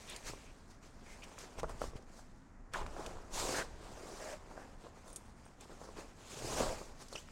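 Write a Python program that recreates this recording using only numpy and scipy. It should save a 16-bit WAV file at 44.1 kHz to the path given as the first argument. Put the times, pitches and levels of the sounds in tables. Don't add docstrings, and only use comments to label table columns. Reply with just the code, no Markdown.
import sys
import numpy as np
from scipy import signal
from scipy.fft import rfft, irfft, next_fast_len
from scipy.io import wavfile
from scipy.ndimage import map_coordinates

SR = 44100
rng = np.random.default_rng(int(sys.argv[2]) if len(sys.argv) > 2 else 0)


def log_audio(samples):
    frames = np.atleast_2d(samples).T
    limited = np.clip(frames, -1, 1)
    pcm = np.round(limited * 32767).astype(np.int16)
    wavfile.write(sys.argv[1], SR, pcm)


N = 322371


def from_db(db):
    return 10 ** (np.asarray(db) / 20)


def rms_one(x):
    return x / np.sqrt(np.mean(x ** 2) + 1e-20)


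def in_time(rows):
    times, *columns = np.transpose(rows)
    return [np.interp(np.arange(N) / SR, times, column) for column in columns]


def add(out, s, sound):
    at = int(np.clip(round(s * SR), 0, N - 1))
    out[at:at + len(sound)] += sound[:N - at]


def drift(rate):
    step = 40
    pole = np.exp(-2 * np.pi * rate * step / SR)
    noise = rng.standard_normal(N // step + 2002)
    slow = signal.lfilter([1], [1, -2 * pole, pole * pole], noise)[2000:]
    return np.interp(np.arange(N) / step, np.arange(len(slow)), rms_one(slow))


def colour(x, spectrum):
    size = next_fast_len(N + SR // 2)
    size += size % 2
    hz, db = np.transpose(spectrum)
    octave = np.log2(np.maximum(np.arange(size // 2 + 1) * SR / size, 1))
    above = np.maximum(octave - np.log2(hz[-1]), 0)
    below = np.clip(np.log2(hz[0]) - octave, 0, 2)
    shape_db = np.interp(octave, np.log2(hz), db) - 18 * (above + below)
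    cepstrum = irfft(np.log(from_db(shape_db)))[:size // 2]
    cepstrum[1:] *= 2
    response = np.exp(rfft(cepstrum, size))
    return irfft(rfft(x, size) * response)[:N]


def resonate(x, hz, width_hz):
    r = np.exp(-np.pi * width_hz / SR)
    top = np.array([1, 0, -1]) * (1 - r * r) / 2
    return signal.lfilter(top, [1, -2 * r * np.cos(2 * np.pi * hz / SR), r * r], x + 1e-18)


def grains(per_s, spread_db):
    sizes = from_db(spread_db * np.minimum(rng.exponential(1, N), 4)) * rng.choice([-1, 1], N)
    happens = rng.random(N) < per_s / SR
    return rms_one(sizes * happens / np.sqrt(per_s))


def rub(level_db, spectrum, per_s, spread_db, judder_db):
    pull = from_db((level_db - np.max(level_db)) / 2)
    slips = grains(per_s * pull, spread_db) * from_db(judder_db * drift(25.0))
    return from_db(level_db) * rms_one(colour(slips, spectrum))


SWELL_DB, SWELL_CURVE = 12, 1.61


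def swell(s, rise_s, fall_s):
    t = np.arange(N) / SR - s
    away = np.maximum(-t / max(rise_s, .001), t / max(fall_s, .001))
    gain, near = np.zeros(N), away < 10
    gain[near] = from_db(-SWELL_DB * away[near] ** SWELL_CURVE)
    return gain


# (time [s], hiss [dB], crumple [dB])
STIRRING = [(0, -60.5, -60.5), (0.4, -66, -62.5), (0.65, -74, -69), (0.95, -72.5, -66), (1.3, -65.5, -58.5),
            (1.75, -70.5, -59.5), (2.05, -74, -62.5), (2.4, -79, -76.5), (2.69, -98, -73.5),
            (2.82, -68, -52.5), (3.3, -72.5, -58.5), (3.8, -73.5, -60.5), (4.75, -70, -60.5),
            (5.5, -73.5, -66), (5.75, -69.5, -63.5), (6.15, -68, -61), (7.3, -67.5, -69.5)]
STIR_RASP_DB = -0.5
GRIP_PAUSES = [0.795, 2.05, 4.77, 4.92, 5.345, 5.56, 6.145, 6.94, 7.24]
PAUSE_S, PAUSE_DEPTH_DB = 0.029, 7
# (fastest moment [s], rise [s], fall [s],
# hiss of the weave [dB], rasp of the seams [dB], crumple of the sheet [dB])
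CLOTH_BRUSHES = [(0.116, 0.051, 0.087, -58.5, -54, -55.5), (0.279, 0.036, 0.046, -47, -51, -52),
                 (0.712, 0.013, 0.02, -65, -68.5, -67), (0.832, 0.017, .055, -67, -63, -69),
                 (1.11, 0.064, 0.072, -63, -66, -68), (1.24, 0.014, 0.017, -58, -54, -70),
                 (1.394, 0.018, 0.079, -55.5, -56, -61), (1.598, 0.018, 0.011, -50, -49.5, -46),
                 (1.697, 0.019, 0.038, -61, -68, -47), (1.839, 0.054, 0.059, -54.5, -59, -53),
                 (1.965, 0.012, 0.02, -64, -59.5, -57.5), (2.175, .065, 0.07, -62.5, -75, -65.5),
                 (2.756, 0.023, 0.075, -55, -50, -43.5), (3.012, 0.11, 0.19, -59.5, -62, -48),
                 (4.52, 0.031, 0.021, -72, -78, -53), (4.6, 0.081, 0.07, -67.5, -73, -54),
                 (4.861, 0.044, .025, -82, -66.5, -57), (5.091, 0.045, 0.077, -62.5, -75, -56),
                 (5.61, 0.0093, 0.056, -61.5, -62.5, -55), (5.71, 0.017, 0.056, -66.5, -67, -55),
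                 (5.84, 0.061, 0.091, -63, -82, -54), (5.985, 0.026, 0.06, -57.5, -56.5, -48.5),
                 (7.021, 0.033, 0.022, -56.5, -60, -54.5), (7.159, 0.061, 0.09, -57, -62, -59)]
# (time [s], hiss [dB], rasp [dB], crumple [dB])
LONG_PULLS = [
    [(3.29, -74, -80, -68), (3.342, -45.5, -54, -45.5), (3.398, -41, -45, -42), (3.434, -42.5, -50.5, -43),
     (3.518, -45, -49, -41.5), (3.594, -42, -43, -37), (3.682, -73, -72, -59), (3.7, -75, -69, -82)],
    [(3.79, -74, -68, -63), (3.844, -63.5, -61.5, -55.5), (3.92, -64, -65.5, -54.5),
     (4.1, -58, -63.5, -52.5), (4.282, -55.5, -58.5, -48), (4.316, -54.5, -60.5, -54.5),
     (4.334, -55, -56, -48.5), (4.39, -75, -81, -66)],
    [(6.17, -75, -91, -65), (6.204, -66.5, -69, -68), (6.29, -60, -60, -69), (6.318, -54, -58, -55),
     (6.552, -45, -51, -40.5), (6.608, -43, -45, -33), (6.862, -64.5, -68, -58.5), (6.92, -71, -75, -57.5)],
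]
PULL_HISS_DB, PULL_RASP_DB, PULL_CRUMPLE_DB = 0, -1, -1.5
PULL_STOP_DB_PER_S = 204


def handling():
    t = np.arange(N) / SR
    hiss_db, crumple_db = in_time(STIRRING)
    pause_db = PAUSE_DEPTH_DB * sum(swell(s, PAUSE_S, PAUSE_S) for s in GRIP_PAUSES)
    stir_db = np.array([hiss_db, hiss_db + STIR_RASP_DB, crumple_db]) - pause_db
    power = from_db(stir_db) ** 2
    for s, rise_s, fall_s, *levels_db in CLOTH_BRUSHES:
        power += np.outer(from_db(levels_db) ** 2, swell(s, rise_s, fall_s) ** 2)
    pull_gains_db = np.array([PULL_HISS_DB, PULL_RASP_DB, PULL_CRUMPLE_DB])[:, None]
    for pull in LONG_PULLS:
        outside_s = np.abs(t - np.clip(t, pull[0][0], pull[-1][0]))
        levels_db = np.array(in_time(pull)) + pull_gains_db
        power += from_db(levels_db - PULL_STOP_DB_PER_S * outside_s) ** 2
    return 10 * np.log10(power)


def off_the_folds(x, delay_ms=0.346, sway=0.333, echo=0.26):
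    lag = delay_ms / 1000 * SR * np.exp(sway * drift(4))
    late = map_coordinates(x, [np.arange(N) - lag], order=3)
    return (x + echo * late) / np.sqrt(1 + echo ** 2)


# (frequency [Hz], level [dB per Hz])
WEAVE_SPECTRUM = [(2200, -17.5), (3700, -4), (4900, 0.5), (7000, 1.5), (8700, -2.5), (10500, -11),
                  (13000, -16.5), (16000, -20.5)]
# (frequency [Hz], level [dB per Hz])
SEAM_SPECTRUM = [(1000, -3.5), (1700, -1), (2400, 0), (3200, -3.5), (4000, -6.5), (6500, -15.5)]


def swish(weave_db, seams_db):
    weave = rub(weave_db - .3, WEAVE_SPECTRUM, per_s=26000, spread_db=1.0, judder_db=1.0)
    seams = rub(seams_db + 0.099, SEAM_SPECTRUM, per_s=6000, spread_db=-0.5, judder_db=1.1)
    return off_the_folds(weave + seams)


def small_folds(per_s=300, spread_db=3.0, cycles=2.46, count=14):
    flips, dealt = grains(per_s, spread_db), rng.integers(0, count, N)
    folds = np.zeros(N)
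    for k, hz in enumerate(np.geomspace(340, 1600, count)):
        ring = resonate(flips * (dealt == k), hz, hz / cycles)
        folds += resonate(ring, hz, 0.96 * hz) / hz ** 1.7
    return rms_one(folds)


# (frequency [Hz], level [dB per Hz])
SHEET_SPECTRUM = [(90, -12.5), (170, -3.5), (280, -1), (430, -1), (580, 0), (780, -1), (1100, -3.5),
                  (1600, -10), (2300, -23.5), (4000, -45)]


def crumple(bend_db):
    sheet = rub(bend_db - 2.5, SHEET_SPECTRUM, per_s=5000, spread_db=2.0, judder_db=0.5)
    return sheet + from_db(bend_db - 4.5) * small_folds()


# (time [s], level [dB], rise and fall [s])
AIR_PUFFS = [(0.305, -45.5, 0.064), (1.585, -46, .02), (1.645, -39, 0.038), (1.73, -44, 0.051),
             (1.85, -42, 0.054), (1.958, -37.5, 0.019), (2.84, -43, 0.11), (3.1, -48.5, 0.17),
             (3.4, -45.5, 0.097), (3.72, -51.5, 0.2), (6.63, -43.5, 0.21)]
# (frequency [Hz], level [dB per Hz])
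AIR_SPECTRUM = [(15, 1.5), (35, -5), (60, -9.5), (110, -17.5), (200, -26), (400, -46)]
AIR_FOLLOWS_DB = -11.5


def waft(bend_db):
    puffs = sum(from_db(db) * swell(s, length_s, length_s) for s, db, length_s in AIR_PUFFS)
    air = rms_one(colour(rng.standard_normal(N), AIR_SPECTRUM))
    return np.hypot(puffs, from_db(bend_db + AIR_FOLLOWS_DB)) * air


# (frequency [Hz], level [dB per Hz])
SHOWROOM_SPECTRUM = [(20, 3), (50, -6.5), (100, -11), (160, -14), (250, -12.5), (330, -21), (480, -26.5),
                     (700, -24), (1000, -26), (1500, -28.5), (2000, -32), (3200, -50), (7000, -43),
                     (14000, -68)]
SHOWROOM_DB = -56.5


def showroom():
    return from_db(SHOWROOM_DB) * rms_one(colour(rng.standard_normal(N), SHOWROOM_SPECTRUM))


def hall(x, t60=1.2, gap_s=0.0018, wall_hz=7000):
    t = np.arange(SR * 3 // 2) / SR
    tail = rng.standard_normal(len(t)) * from_db(-60 * t / t60) * (t > gap_s)
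    softness = signal.butter(1, min(wall_hz, .45 * SR), fs=SR, output="sos")
    tail = signal.sosfilt(softness, tail / np.sqrt(np.sum(tail ** 2)))
    return signal.fftconvolve(x, tail)[:N]


# (start [s], end [s], rms level [dB], frequency [Hz])
PANEL_DRAGS = [(0.077, 0.143, -55.5, 3470), (0.257, 0.312, -57.5, 1240), (0.336, 0.517, -69, 2340),
               (1.054, 1.175, -63, 2090), (1.216, 1.246, -57, 2520), (2.736, 2.755, -40, 1490),
               (2.749, 2.835, -46.5, 960), (3.372, 3.482, -47.5, 950), (3.415, 3.604, -48, 542),
               (3.541, 3.631, -43.5, 1590), (4.196, 4.362, -50, 590), (4.197, 4.35, -58.5, 1720),
               (4.566, 4.652, -63.5, 1640), (6.33, 6.678, -55, 117), (6.56, 6.742, -44, 577)]
PANEL_WIDTH = 0.32


def drags(fade_s=0.0064, judder_db=1.0):
    out = np.zeros(N)
    slips = grains(6000, spread_db=-1.0) * from_db(judder_db * drift(67))
    for start, end, level_db, hz in PANEL_DRAGS:
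        t = np.arange(max(int((end - start) * SR), 200)) / SR
        width_hz = PANEL_WIDTH * hz
        panel = resonate(resonate(slips, hz, width_hz), hz, width_hz)[int(start * SR):][:len(t)]
        stroke = np.clip(np.minimum(t, t[-1] - t) / fade_s, 0, 1)
        add(out, start, from_db(level_db) * rms_one(panel * stroke))
    return out


# (time [s], relative strength [dB])
FITTING_CLINKS = [(0.097, -36.5), (0.164, -43), (1.694, -51), (5.079, -51), (5.101, -51), (5.129, -45),
                  (5.16, -30.5), (5.167, -40), (5.254, -72), (5.366, -78), (5.453, -58)]
# (frequency [Hz], relative level [dB], 60 dB decay [s])
FITTING_MODES = [(3606, -12, .09), (6050, -8, .07), (6714, -7, .12), (8620, 0, .12), (8930, -8, .1),
                 (9220, -5, .11), (9900, -10, .09), (11420, -16, .2), (15620, -16, .12)]


def clinks(ring_db=-43, ring_growth=0.4, crack_db=-7, crack_t60=0.031, crack_hz=8900, crack_width_hz=3000):
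    out, t = np.zeros(N), np.arange(SR // 3) / SR
    hz, mode_db, t60 = np.transpose(FITTING_MODES)[:, :, None]
    contact = signal.butter(4, 10300, fs=SR, output="sos")
    for s, strength_db in FITTING_CLINKS:
        each_db = mode_db + 3 * rng.standard_normal(hz.shape)
        modes = np.sin(2 * np.pi * (hz * t + rng.random(hz.shape)))
        ring = np.sum(modes * from_db(each_db - 60 * t / t60), axis=0)
        chatter = resonate(rng.standard_normal(len(t)), crack_hz, crack_width_hz)
        crack = rms_one(signal.sosfilt(contact, chatter)) * from_db(-60 * t / crack_t60)
        ring_gain = from_db(ring_db + ring_growth * strength_db)
        add(out, s, ring_gain * ring + from_db(crack_db + strength_db) * crack)
    return out


# (time [s], level before gain [dB], pitch [Hz])
HEM_CATCHES = [(0.162, -38.5, 4350), (1.387, -43, 6600), (1.595, -54, 2400), (1.631, -44, 1900),
               (1.817, -39.5, 2200), (2.024, -59, 5310), (2.736, -33.5, 2260), (2.864, -48, 4740),
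               (3.063, -36, 2830), (5.609, -49.5, 7100), (7.084, -47.5, 5530), (7.127, -45, 4440),
               (7.156, -44, 2750)]
CATCH_T60_S = 0.029


def catches(width_hz=2600, broad_db=-6, gain_db=-6.5):
    out, t = np.zeros(N), np.arange(SR // 8) / SR
    slips = rng.standard_normal(N)
    broad = rms_one(colour(slips, WEAVE_SPECTRUM))
    for k, (s, level_db, hz) in enumerate(HEM_CATCHES):
        part = slice(k * len(t), (k + 1) * len(t))
        pitched = rms_one(resonate(resonate(slips[part], hz, width_hz), hz, 3 * width_hz))
        burst = pitched + from_db(broad_db) * broad[part]
        add(out, s, burst * from_db(level_db + gain_db - 60 * t / CATCH_T60_S))
    return out


# (time [s], sounding 2 ms later, panel peak before gain [dB], pitch [Hz])
FOLD_SNAPS = [(0.333, -40.5, 487), (1.379, -41, 1110), (1.584, -40, 467), (1.63, -29.5, 505),
              (1.636, -30.5, 510), (1.641, -30.5, 610), (1.693, -39.5, 473), (1.815, -27.5, 605),
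              (1.838, -33.5, 517), (1.932, -45, 477), (1.952, -44, 190), (2.19, -47.5, 740),
              (2.741, -33.5, 1150), (2.862, -37, 1110), (2.963, -40, 676), (3.168, -45, 544),
              (3.488, -31, 520), (4.575, -39, 670), (4.865, -44.5, 473), (5.462, -48.5, 770),
              (5.693, -46.5, 493), (5.813, -43.5, 467), (5.887, -43, 480), (6.618, -37, 614),
              (6.813, -39.5, 540), (7.125, -40, 555), (7.152, -38.5, 595), (7.285, -46, 1370)]
SNAP_CYCLES = 8.5


def snaps(upper_ratio=2.2, upper_db=-5, flutter_db=-21, flutter_t60=0.088, soft_hz=2200, gain_db=4.0):
    delay_s = .002
    out, t = np.zeros(N), np.arange(SR // 10) / SR
    flutter = rms_one(colour(rng.standard_normal(N), SHEET_SPECTRUM))
    softness = signal.butter(2, soft_hz, fs=SR, output="sos")
    for k, (s, level_db, hz) in enumerate(FOLD_SNAPS):
        turn = 2 * np.pi * hz * t
        modes = np.sin(turn) - from_db(upper_db) * np.sin(upper_ratio * turn)
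        panel = signal.sosfilt(softness, modes * from_db(-60 * hz * t / SNAP_CYCLES))
        around = flutter[k * len(t):][:len(t)] * from_db(flutter_db - 60 * t / flutter_t60)
        add(out, s + delay_s, from_db(level_db + gain_db) * (panel / np.abs(panel).max() + around))
    return out


# (time [s], level [dB], slip rate at that time [Hz], glide [Hz per s])
HEM_SQUEAKS = [(7.135, -55, 4200, 16003), (7.158, -47.5, 2870, -22000), (7.182, -48, 2900, 22000)]
SQUEAK_RISE_S, SQUEAK_FALL_S = 0.0054, .011


def squeak(jitter=0.041, octave_db=-6, flicker_db=5.5):
    out, t = np.zeros(N), np.arange(N) / SR
    unsteady = 1 + jitter * drift(498)
    for s, db, hz, glide in HEM_SQUEAKS:
        slip_hz = np.clip(hz + glide * (t - s), hz / 2, 2 * hz) * unsteady
        turn = 2 * np.pi * np.cumsum(slip_hz) / SR
        chirp = np.sin(turn) + from_db(octave_db) * np.sin(2 * turn)
        out += chirp * from_db(db) * swell(s, SQUEAK_RISE_S, SQUEAK_FALL_S)
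    return out * from_db(flicker_db * drift(300))


def scene():
    weave_db, seams_db, bend_db = handling()
    cloth = swish(weave_db, seams_db) + crumple(bend_db)
    close = cloth + drags() + clinks() + catches() + snaps() + squeak()
    return (close + from_db(-18.0) * hall(close) + waft(bend_db) + showroom())[None]


CUTOFF_HZ = 15900


def record(dry):
    return signal.sosfilt(signal.ellip(10, .1, 70, CUTOFF_HZ, fs=SR, output="sos"), dry)


dry = scene()
out = record(dry)
log_audio(out)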